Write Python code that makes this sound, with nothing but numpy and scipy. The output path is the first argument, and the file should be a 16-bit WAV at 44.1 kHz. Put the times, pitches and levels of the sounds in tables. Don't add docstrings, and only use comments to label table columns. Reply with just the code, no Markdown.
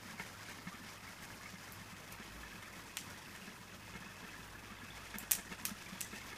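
import sys
import numpy as np
from scipy import signal
from scipy.fft import rfft, irfft
from scipy.io import wavfile
from scipy.ndimage import uniform_filter1d

SR = 44100
rng = np.random.default_rng(int(sys.argv[2]) if len(sys.argv) > 2 else 0)


def wav_record(signal):
    frames = np.transpose(np.atleast_2d(signal))
    bounded = np.clip(frames, -1, 1)
    quanta = np.round(bounded * 32767).astype(np.int16)
    wavfile.write(sys.argv[1], SR, quanta)


N = 280917
TIME = np.arange(N) / SR


def gain_of(db):
    return 10 ** (np.asarray(db) / 20)


def evened(x):
    return x / np.sqrt(np.mean(x ** 2) + 1e-20)


def unit(x):
    return x / (np.linalg.norm(x) + 1e-20)


def read(points, hz):
    f, value = np.transpose(points)
    return np.interp(np.log(hz + 1), np.log(f + 1), value)


def add(mix, s, sound):
    part = mix[max(round(s * SR), 0):][:len(sound)]
    part += sound[:len(part)]


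def coloured(x, points):
    hz = np.fft.rfftfreq(len(x), 1 / SR)
    return evened(irfft(rfft(x) * gain_of(read(points, hz)), len(x)))


def drift(hz):
    lowpass = np.exp(-(np.fft.rfftfreq(N, 1 / SR) / hz) ** 2)
    return evened(irfft(rfft(rng.standard_normal(N)) * lowpass, N))


def swells(events):
    return sum(height * np.exp(-((TIME - s) / length) ** 2) for s, height, length in events)


def pulse(db):
    mirrored_db = np.r_[db, db[-2:0:-1]]
    log_gain = np.log(gain_of(np.maximum(mirrored_db, -70)))
    return unit(np.fft.ifft(np.exp(np.conj(signal.hilbert(log_gain)))).real)


def humps(peaks, hz):
    return sum(db / (1 + (2 * (hz - f) / width) ** 2) for f, width, db in peaks)


def chance_times(per_s):
    slots = np.arange(int(per_s * N / SR) + 1)
    return (slots + rng.random(len(slots))) / per_s


REGRIP_S, REGRIP_LENGTH_S = 2, 0.33


def second_grip(s):
    return .5 + .5 * np.tanh((s - REGRIP_S) / REGRIP_LENGTH_S)


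# (f/Hz, t60/s)
GARDEN_DECAY = [(200, 0.64), (2000, 0.25), (5000, 0.3), (9000, 0.28), (15000, 0.14)]


def garden_tail(uneven_db=2.5, rise_s=0.0037):
    sizes = gain_of(uneven_db * np.repeat(rng.standard_normal(SR // 32), 16))
    echoes = sizes * rng.standard_normal(len(sizes))
    hz, t, z = signal.stft(echoes, SR, nperseg=256)
    decay = gain_of(-60 * t / read(GARDEN_DECAY, hz)[:, None])
    tail = signal.istft(z * decay, SR, nperseg=256)[1]
    return unit(tail * np.clip(np.arange(len(tail)) / SR / rise_s, 0, 1))


def scatter(x, count=6):
    spot = np.floor(TIME * 80) % count
    out = np.zeros(N)
    for k in range(count):
        share = uniform_filter1d(1. * (spot == k), size=160)
        out += signal.oaconvolve(x * share, garden_tail())[:N]
    return out


def wash(patchy_db=2.0, flicker_db=2.0, smooth_hz=3800):
    frames, hz = N // 128 + 5, np.fft.rfftfreq(512, 1 / SR)
    real, imaginary, patches = rng.standard_normal((3, frames, 257))
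    patches = uniform_filter1d(patches, size=6, axis=0)
    patches = evened(uniform_filter1d(patches, size=4, axis=1))
    flicker = evened(uniform_filter1d(rng.standard_normal(frames), size=5))[:, None]
    level_db = patchy_db * patches / (1 + (hz / smooth_hz) ** 2) + flicker_db * flicker
    z = (real + 1j * imaginary) * gain_of(level_db)
    return signal.istft(z.T, nperseg=512, noverlap=384)[1][:N]


SPLASHES_PER_S = 800


def splashes(spread_db=2.5, wet_db=-2):
    t, out = np.arange(256) / SR, np.zeros(N)
    for hz in np.geomspace(900, 14000, 16):
        size = gain_of(spread_db * np.minimum(rng.exponential(1, N), 4.5))
        hits = size * (rng.random(N) < SPLASHES_PER_S / 16 / SR)
        grain = unit(np.sin(2 * np.pi * hz * t) * np.exp(-hz * t / 0.81))
        out += signal.oaconvolve(hits, np.sqrt(hz) * grain)[:N]
    return out + gain_of(wet_db) * scatter(out)


def bubble(hz, cycles, rise):
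    t = np.arange(2400) / SR
    age = t * hz / cycles
    ring = np.sin(2 * np.pi * hz * t * (1 + rise * np.minimum(age, 5)))
    return ring * np.exp(-age) * np.minimum(t * hz / 5, 1)


BUBBLES_PER_S = 230


def bubbles(low_hz=850, high_hz=3300, cycles=6.8, rise=0.021, spread_db=2.2, wet_db=-8):
    out = np.zeros(N)
    for when, pitch, size, life in rng.random((int(BUBBLES_PER_S * N / SR), 4)):
        hz = low_hz * (high_hz / low_hz) ** pitch
        size_gain = gain_of(-spread_db * np.log(size + 0.054))
        add(out, when * N / SR, size_gain * unit(bubble(hz, cycles * (.5 + life), rise)))
    return out + gain_of(wet_db) * scatter(out)


# (f/Hz, relative level/dB per Hz)
WATER_SPECTRUM = [(150, -9.5), (350, -4.5), (600, -1.1), (1000, -2.5), (1400, -3), (1850, -0.5),
                  (2400, -4.5), (2900, -6), (3500, -5), (4200, -7), (5500, -5.5), (6600, -7), (8000, -11),
                  (11500, -13), (15000, -19)]
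# (f/Hz, width/Hz, level/dB in the first grip, level/dB in the second)
HAND_HOLLOW = [(954, 110, 0.5, -0.5), (1280, 110, 2.5, 2), (1686, 56, 3.5, 5.5), (1680, 71, 0, -1.5),
               (2153, 59, 7, 3.5), (2550, 130, 3.5, 7), (3370, 114, -4, 5), (5040, 230, 4.5, 1.5)]


def in_basin(x, detune=0.02, vary=0.52, wander_hz=7, count=3):
    hz, out = np.fft.rfftfreq(4096, 1 / SR), np.zeros(N)
    nearness = np.exp([drift(wander_hz) for spot in range(count)])
    later = second_grip(TIME)
    for share in nearness / nearness.sum(0):
        for grip, weight in enumerate([1 - later, later]):
            peaks = []
            for f, width, *db in HAND_HOLLOW:
                peak_hz = f * (1 + detune * rng.standard_normal())
                peaks.append((peak_hz, width, db[grip] * (1 + vary * rng.standard_normal())))
            colour = pulse(read(WATER_SPECTRUM, hz) + humps(peaks, hz))
            out += share * weight * signal.oaconvolve(x, colour)[:N]
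    return evened(out)


SPUTTER_HZ, SPUTTER_DB = 27, 1.03
SPATTER_HZ, SPATTER = 250, 0.19
# (t/s, strength/dB before shares, length/s)
STREAM_SURGES = [(0.12, 5.5, 0.017), (0.217, 8.5, 0.023), (0.271, 6.5, 0.031), (0.499, 7, 0.032),
                 (0.54, 0, 0.021), (0.575, 2, 0.0081), (0.635, -4.5, 0.025), (0.689, 7.5, 0.011),
                 (0.902, 5.5, 0.031), (1.235, 3.5, 0.025), (2.124, 6.5, 0.012), (2.21, 0, 0.015),
                 (2.292, 3.5, 0.012), (2.68, 7, 0.0067), (3.37, 5, 0.019), (5.524, 8.5, 0.016),
                 (5.594, 8, 0.018), (5.82, 8, 0.011), (6.175, 7, 0.017)]


def surge_strength():
    strength_db = SPUTTER_DB * drift(SPUTTER_HZ) + swells(STREAM_SURGES)
    return strength_db * (1 + SPATTER * np.clip(drift(SPATTER_HZ), -2, 2))


# (t/s, level/dB before body and spray trims, extra spray level/dB)
STREAM_FLOW = [(0, -56, 0.5), (1.3, -56, 1), (1.9, -56, 0), (2.6, -55.5, -1), (3.2, -56.5, 1),
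               (3.7, -57, 0), (4.2, -55, -1), (4.6, -56.5, -1), (5.1, -54.5, -0.5), (5.85, -56.5, 1),
               (6.37, -53.5, 1)]


def trickle(wash_db=-3.0, splash_db=-3, bubble_db=-5, body_db=1, spray_db=-4.5, split_hz=3000,
            body_share=0.38, spray_share=0.64, drop_share=0.26):
    surge_db = surge_strength()
    drops = gain_of(splash_db) * in_basin(splashes()) + gain_of(bubble_db) * in_basin(bubbles())
    water = gain_of(wash_db) * in_basin(wash()) + gain_of(drop_share * surge_db) * drops
    lowpass = signal.butter(4, split_hz, fs=SR, output="sos")
    body = signal.sosfiltfilt(lowpass, water)
    times, flow_db, extra_db = np.transpose(STREAM_FLOW)
    spray_level_db = spray_db + np.interp(TIME, times, extra_db) + spray_share * surge_db
    spray = evened(water - body) * gain_of(spray_level_db)
    body = body * gain_of(body_db + body_share * surge_db)
    return gain_of(np.interp(TIME, times, flow_db)) * (body + spray)


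# (f/Hz, relative level/dB per Hz)
GURGLE_SPECTRUM = [(80, -34), (130, -13), (180, 3), (250, -6), (330, -2), (450, -12), (800, -34.5)]


def gurgle(level_db=-69.0, lumpy_db=4.0):
    lumps = gain_of(lumpy_db * np.clip(drift(9.5), -2, 1.5))
    churning = lumps * coloured(rng.standard_normal(N), GURGLE_SPECTRUM)
    return gain_of(level_db) * evened(churning)


# (f/Hz, relative level/dB per Hz)
RUMBLE_SPECTRUM = [(10, -50), (22, -38), (38, -12), (60, -10), (85, -3), (130, -4), (180, 2), (260, -4),
                   (350, -8), (600, -18), (1500, -26.5)]


def rumble(level_db=-60.5, lumpy_db=2):
    return gain_of(level_db + lumpy_db * drift(9.4)) * coloured(rng.standard_normal(N), RUMBLE_SPECTRUM)


DRONE_HZ = 54.6
DRONE_START_DB, DRONE_GROWTH_DB_PER_S = -74.5, 1
# (t/s, mean rms level/dB, length/s)
FAR_DRONE_SWELLS = [(2.372, -64, 0.21), (5.003, -69, 0.7)]


def drone(waver=0.68):
    level = gain_of(DRONE_START_DB + DRONE_GROWTH_DB_PER_S * TIME)
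    level += swells([(s, gain_of(db), length) for s, db, length in FAR_DRONE_SWELLS])
    tone = np.sin(2 * np.pi * DRONE_HZ * TIME + waver * drift(5.2))
    return np.sqrt(2) * level * gain_of(2.4 * drift(7.8)) * tone


HUM_HZ, HUM_DB = 101.3, -65.5
HUM_START_DB = -1.5


def hum(waver=0.75):
    level_db = HUM_DB + HUM_START_DB * np.exp(-TIME ** 2) + 2.6 * drift(5.9)
    tone = np.sin(2 * np.pi * HUM_HZ * TIME + waver * drift(23.0))
    return np.sqrt(2) * gain_of(level_db) * tone


THUMP_RISE_S = 0.006
SHIFTS_PER_S, SHIFT_THUMP_DB, SHIFT_HZ, SHIFT_RATTLE_DB, SHIFT_RUB_S = 6, -58, 187, -61, .012
# (t/s, thump level/dB, thump f/Hz, rattle level/dB, rub length/s)
HAND_BUMPS = [(.05, -49.5, 234, -59, 0.018), (.098, -53, 210, -64, .02), (.136, -48, 222, -71, .02),
              (.1965, -43.5, 186, -39.5, .007), (.485, -55, 226, -55, .025),
              (.584, -49.5, 250, -47.5, 0.0073), (.6685, -38.5, 183, -45.5, 0.015),
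              (.738, -49, 230, -52, .02), (.797, -53, 250, -64, .02), (.835, -52, 217, -56, .02),
              (1.536, -44.5, 181, -60, .02), (1.811, -48, 182, -59, .02), (1.925, -47, 187, -66, .02),
              (2.197, -47.5, 212, -52, .025), (2.0, -53, 180, -65, .02), (2.93, -56, 185, -68, .02),
              (3.075, -51, 182, -54, .012), (3.114, -50, 195, -59, 0.022), (3.42, -52, 190, -61, .02),
              (3.475, -46, 191, -53, .02), (3.727, -50, 188, -68, .02), (3.937, -56, 200, -48, 0.01),
              (3.951, -46, 180, -47.5, .016), (4.006, -51, 186, -59, .02), (4.06, -47.5, 186, -68, .02),
              (4.226, -52, 219, -51, .008), (4.237, -47, 193, -52, 0.018), (4.39, -51, 190, -62, .02),
              (4.632, -50, 250, -61, 0.022), (4.718, -49.5, 206, -55.5, .02), (4.828, -51, 233, -65, .02),
              (5.1412, -52, 216, -38.5, 0.0038), (5.1555, -43.5, 208, -42.5, 0.0065),
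              (5.227, -50, 205, -52, .016), (5.381, -49, 191, -46.5, 0.023), (5.515, -46, 187, -44, 0.012),
              (5.68, -48, 195, -56, 0.018), (5.712, -39, 206, -70, .02), (5.861, -53, 183, -52, 0.0077),
              (5.921, -43, 183, -67, .02), (6.128, -43, 203, -47.5, .02), (6.171, -54, 195, -53, 0.009),
              (6.312, -57, 192, -48.5, .01), (6.3295, -56, 238, -37, 0.0015)]
# (f/Hz, relative level/dB in the first grip, relative level/dB in the second, t60/s)
CASE_RINGS = [(427, -11, -2.5, 0.028), (976, -19, -12, 0.022), (1350, -3, -5, .025), (1670, -11, -1, 0.052),
              (1785, 2.5, -2, 0.067), (2150, 0, -2.5, 0.036), (2550, -13, -6.5, .03),
              (3370, -24, -14, 0.03)]


def handling(spread_db=2.5, detune=0.16):
    t, out = np.arange(6000) / SR, np.zeros(N)
    age = t / THUMP_RISE_S
    rings = np.array([unit(np.sin(2 * np.pi * hz * t) * gain_of(-60 * t / t60))
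                      for hz, _, _, t60 in CASE_RINGS])
    _, first_db, second_db, _ = np.transpose(CASE_RINGS)
    pushes = list(HAND_BUMPS)
    for s in chance_times(SHIFTS_PER_S):
        force, pitch = rng.standard_normal(2)
        force_db = spread_db * force
        pushes.append((s, SHIFT_THUMP_DB + force_db, SHIFT_HZ * np.exp(detune * pitch),
                       SHIFT_RATTLE_DB + force_db, SHIFT_RUB_S))
    for s, thump_db, hz, rattle_db, rub_s in pushes:
        case = gain_of(first_db + (second_db - first_db) * second_grip(s)) @ rings
        thump = np.sin(2 * np.pi * hz * t) * age * np.exp(1 - age)
        pressure = np.minimum(t / 0.00022, 1) * np.exp(-(t / rub_s) ** 2)
        rub = signal.fftconvolve(rng.standard_normal(len(t)) * pressure, case)[:len(t)]
        rattle = unit(rub) * np.linalg.norm(pressure)
        add(out, s, gain_of(thump_db) * thump + gain_of(rattle_db) * rattle)
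    return out


PLIPS_PER_S, PLIP_LOW_HZ, PLIP_HIGH_HZ, PLIP_DB = 6, 1500, 2970, -54
# (t/s, f/Hz before the pitch rise, level/dB before the ring's fade-in and decay)
LARGE_PLIPS = [(.105, 2200, -48), (.179, 2130, -44), (0.192, 1384, -44), (.2, 2150, -40), (.461, 2240, -47),
               (.484, 1500, -43), (.53, 2073, -52), (.718, 1153, -45.5), (1.075, 2140, -43),
               (1.3, 1610, -46.5), (1.457, 2150, -41), (2.225, 3140, -46), (2.431, 1690, -41),
               (2.524, 1650, -44.5), (2.625, 2060, -47), (2.676, 1730, -48), (2.734, 2100, -46),
               (3.101, 1415, -46), (3.266, 1510, -51), (3.348, 2140, -50), (3.42, 2700, -48),
               (4.02, 1700, -45), (4.287, 2560, -44.5), (4.34, 1650, -46), (4.549, 1650, -45.5),
               (4.698, 1165, -47), (4.785, 3400, -47.5), (4.815, 1650, -44), (4.904, 3370, -43.5),
               (4.968, 2170, -45.5), (5.467, 1830, -43.5), (5.683, 1280, -42.5), (5.862, 2310, -41),
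               (6.041, 1950, -45), (6.143, 2530, -43.5), (6.214, 2120, -45)]


def plips(cycles=13, rise=0.0138, wet_db=-6, spread_db=-0.5, brood_db=-6, brood_s=.016,
          brood_cycles=6, brood_spread=0.24, count=4):
    out, lesser = np.zeros(N), []
    for s in chance_times(PLIPS_PER_S):
        hz = PLIP_LOW_HZ * (PLIP_HIGH_HZ / PLIP_LOW_HZ) ** rng.random()
        lesser.append((s, hz, PLIP_DB + spread_db * rng.standard_normal()))
    for s, hz, db in LARGE_PLIPS + lesser:
        add(out, s, gain_of(db) * bubble(hz, cycles, rise))
        for _ in range(count):
            pitch = hz * np.exp(brood_spread * rng.standard_normal())
            young = gain_of(db + brood_db) * bubble(pitch, brood_cycles, rise)
            add(out, s + brood_s * rng.random(), young)
    return out + gain_of(wet_db) * signal.oaconvolve(out, garden_tail())[:N]


PAVING_S, WALL_S, PLANTER_S, HOUSE_S = .00155, .00685, .022, .0407


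def click_tail(bloom_db=3, bloom_s=0.0076, clump_db=1.0):
    tail = garden_tail(uneven_db=2.0)
    t = np.arange(len(tail)) / SR
    bloom = bloom_db * np.exp(-((t - PLANTER_S) / bloom_s) ** 2)
    return tail * gain_of(bloom + clump_db * drift(160)[:len(t)])


def smeared(sound, length, size):
    fade = np.exp(-np.arange(128) / SR / length)
    return unit(np.convolve(sound, np.r_[1, rng.standard_normal(128) * fade * size]))


TAIL_DB = -4.5
TAIL_RIPPLE_DB = 1.3
# (t/s, direct level/dB, paving echo level/dB, wall echo level/dB, wall tilt/dB per octave,
# colour centre f/Hz, fall-off/dB per octave squared, high ring level/dB, top edge f/Hz)
SHARP_CLICKS = [(1.226, -32, -37, -34, 5, 9000, -1, -3, 16000),
                (1.722, -28, -28, -34, 2, 14000, 20, 2, 17000),
                (2.122, -36, -30, -42, 2, 11500, 43, -3, 15000),
                (2.970, -14, -17.5, -19, -9, 4700, 2.5, -2, 12000),
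                (5.185, -16.5, -28, -28, 6, 13500, 13, 7, 17000),
                (5.3113, -8, -13, 1, 2.5, 14000, 0.74, 2, 17200),
                (5.6526, -10, -12, -16, 0, 6200, 1.5, -4, 17000),
                (6.0067, -26, -15, -12.5, -2, 7000, 2.8, 4, 15000)]
# (f/Hz, relative level/dB)
CRACK_SPECTRUM = [(300, -5), (900, -0.5), (1500, -2), (3000, 0), (4500, -1), (5500, -3.5), (6200, 1),
                  (7700, 1.5), (10500, -0.5), (15000, 2.5)]
# (f/Hz, width/Hz, level/dB)
CRACK_RINGS = [(1830, 380, 4.5), (2480, 130, 5.5), (3000, 240, 2.5), (5660, 720, 4.5)]
# (f/Hz, relative level/dB)
WALL_SPECTRUM = [(1000, -7), (2800, 1.5), (4500, -12), (6200, -6), (7800, 1.5), (15000, -4.5)]


def clicks(house_db=-12.0, direct_colour=0.49, far_colour=0.87, ring_hz=7600, ring_width_hz=1800,
           smear_s=0.00066, smear_size=0.62, house_smear=5, wall_smear_size=0.12):
    hz, out = np.fft.rfftfreq(1024, 1 / SR), np.zeros(N)
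    crack_db = read(CRACK_SPECTRUM, hz) + humps(CRACK_RINGS, hz)
    for s, direct_db, paving_db, wall_db, wall_tilt_db, centre_hz, fall_db, ring_db, top_hz in SHARP_CLICKS:
        early_gain = np.linalg.norm(gain_of([direct_db, paving_db, wall_db]))
        tail_db = TAIL_DB + 20 * np.log10(early_gain)
        octaves = np.log2((hz + 50) / centre_hz)
        colour_db = -fall_db * octaves ** 2 - 10 * np.log10(1 + (hz / top_hz) ** 10)
        echo_db = crack_db + humps([(ring_hz, ring_width_hz, ring_db)], hz)
        ripple = evened(uniform_filter1d(rng.standard_normal(len(hz)), size=7))
        far_db = echo_db + far_colour * colour_db + TAIL_RIPPLE_DB * ripple
        paths = [(0, direct_db, crack_db + direct_colour * colour_db, smear_s),
                 (PAVING_S, paving_db, echo_db + colour_db, smear_s),
                 (HOUSE_S, tail_db + house_db, far_db, smear_s * house_smear)]
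        for delay, db, spectrum_db, length in paths:
            add(out, s + delay, gain_of(db) * smeared(pulse(spectrum_db), length, smear_size))
        crisp = pulse(echo_db + colour_db + wall_tilt_db * octaves + read(WALL_SPECTRUM, hz))
        add(out, s + WALL_S, gain_of(wall_db) * smeared(crisp, smear_s, wall_smear_size))
        scattered = unit(signal.fftconvolve(pulse(far_db), click_tail()))
        add(out, s, gain_of(tail_db) * scattered)
    return out


def scene():
    water = trickle() + gurgle() + plips()
    background = rumble() + drone() + hum()
    return (water + background + handling() + clicks())[None]


EDGE_HZ = 15330


def record(dry):
    lowpass = signal.firwin(401, EDGE_HZ, window=("kaiser", 8), fs=SR)
    return signal.oaconvolve(dry, lowpass[None], "same")


dry = scene()
out = record(dry)
wav_record(out)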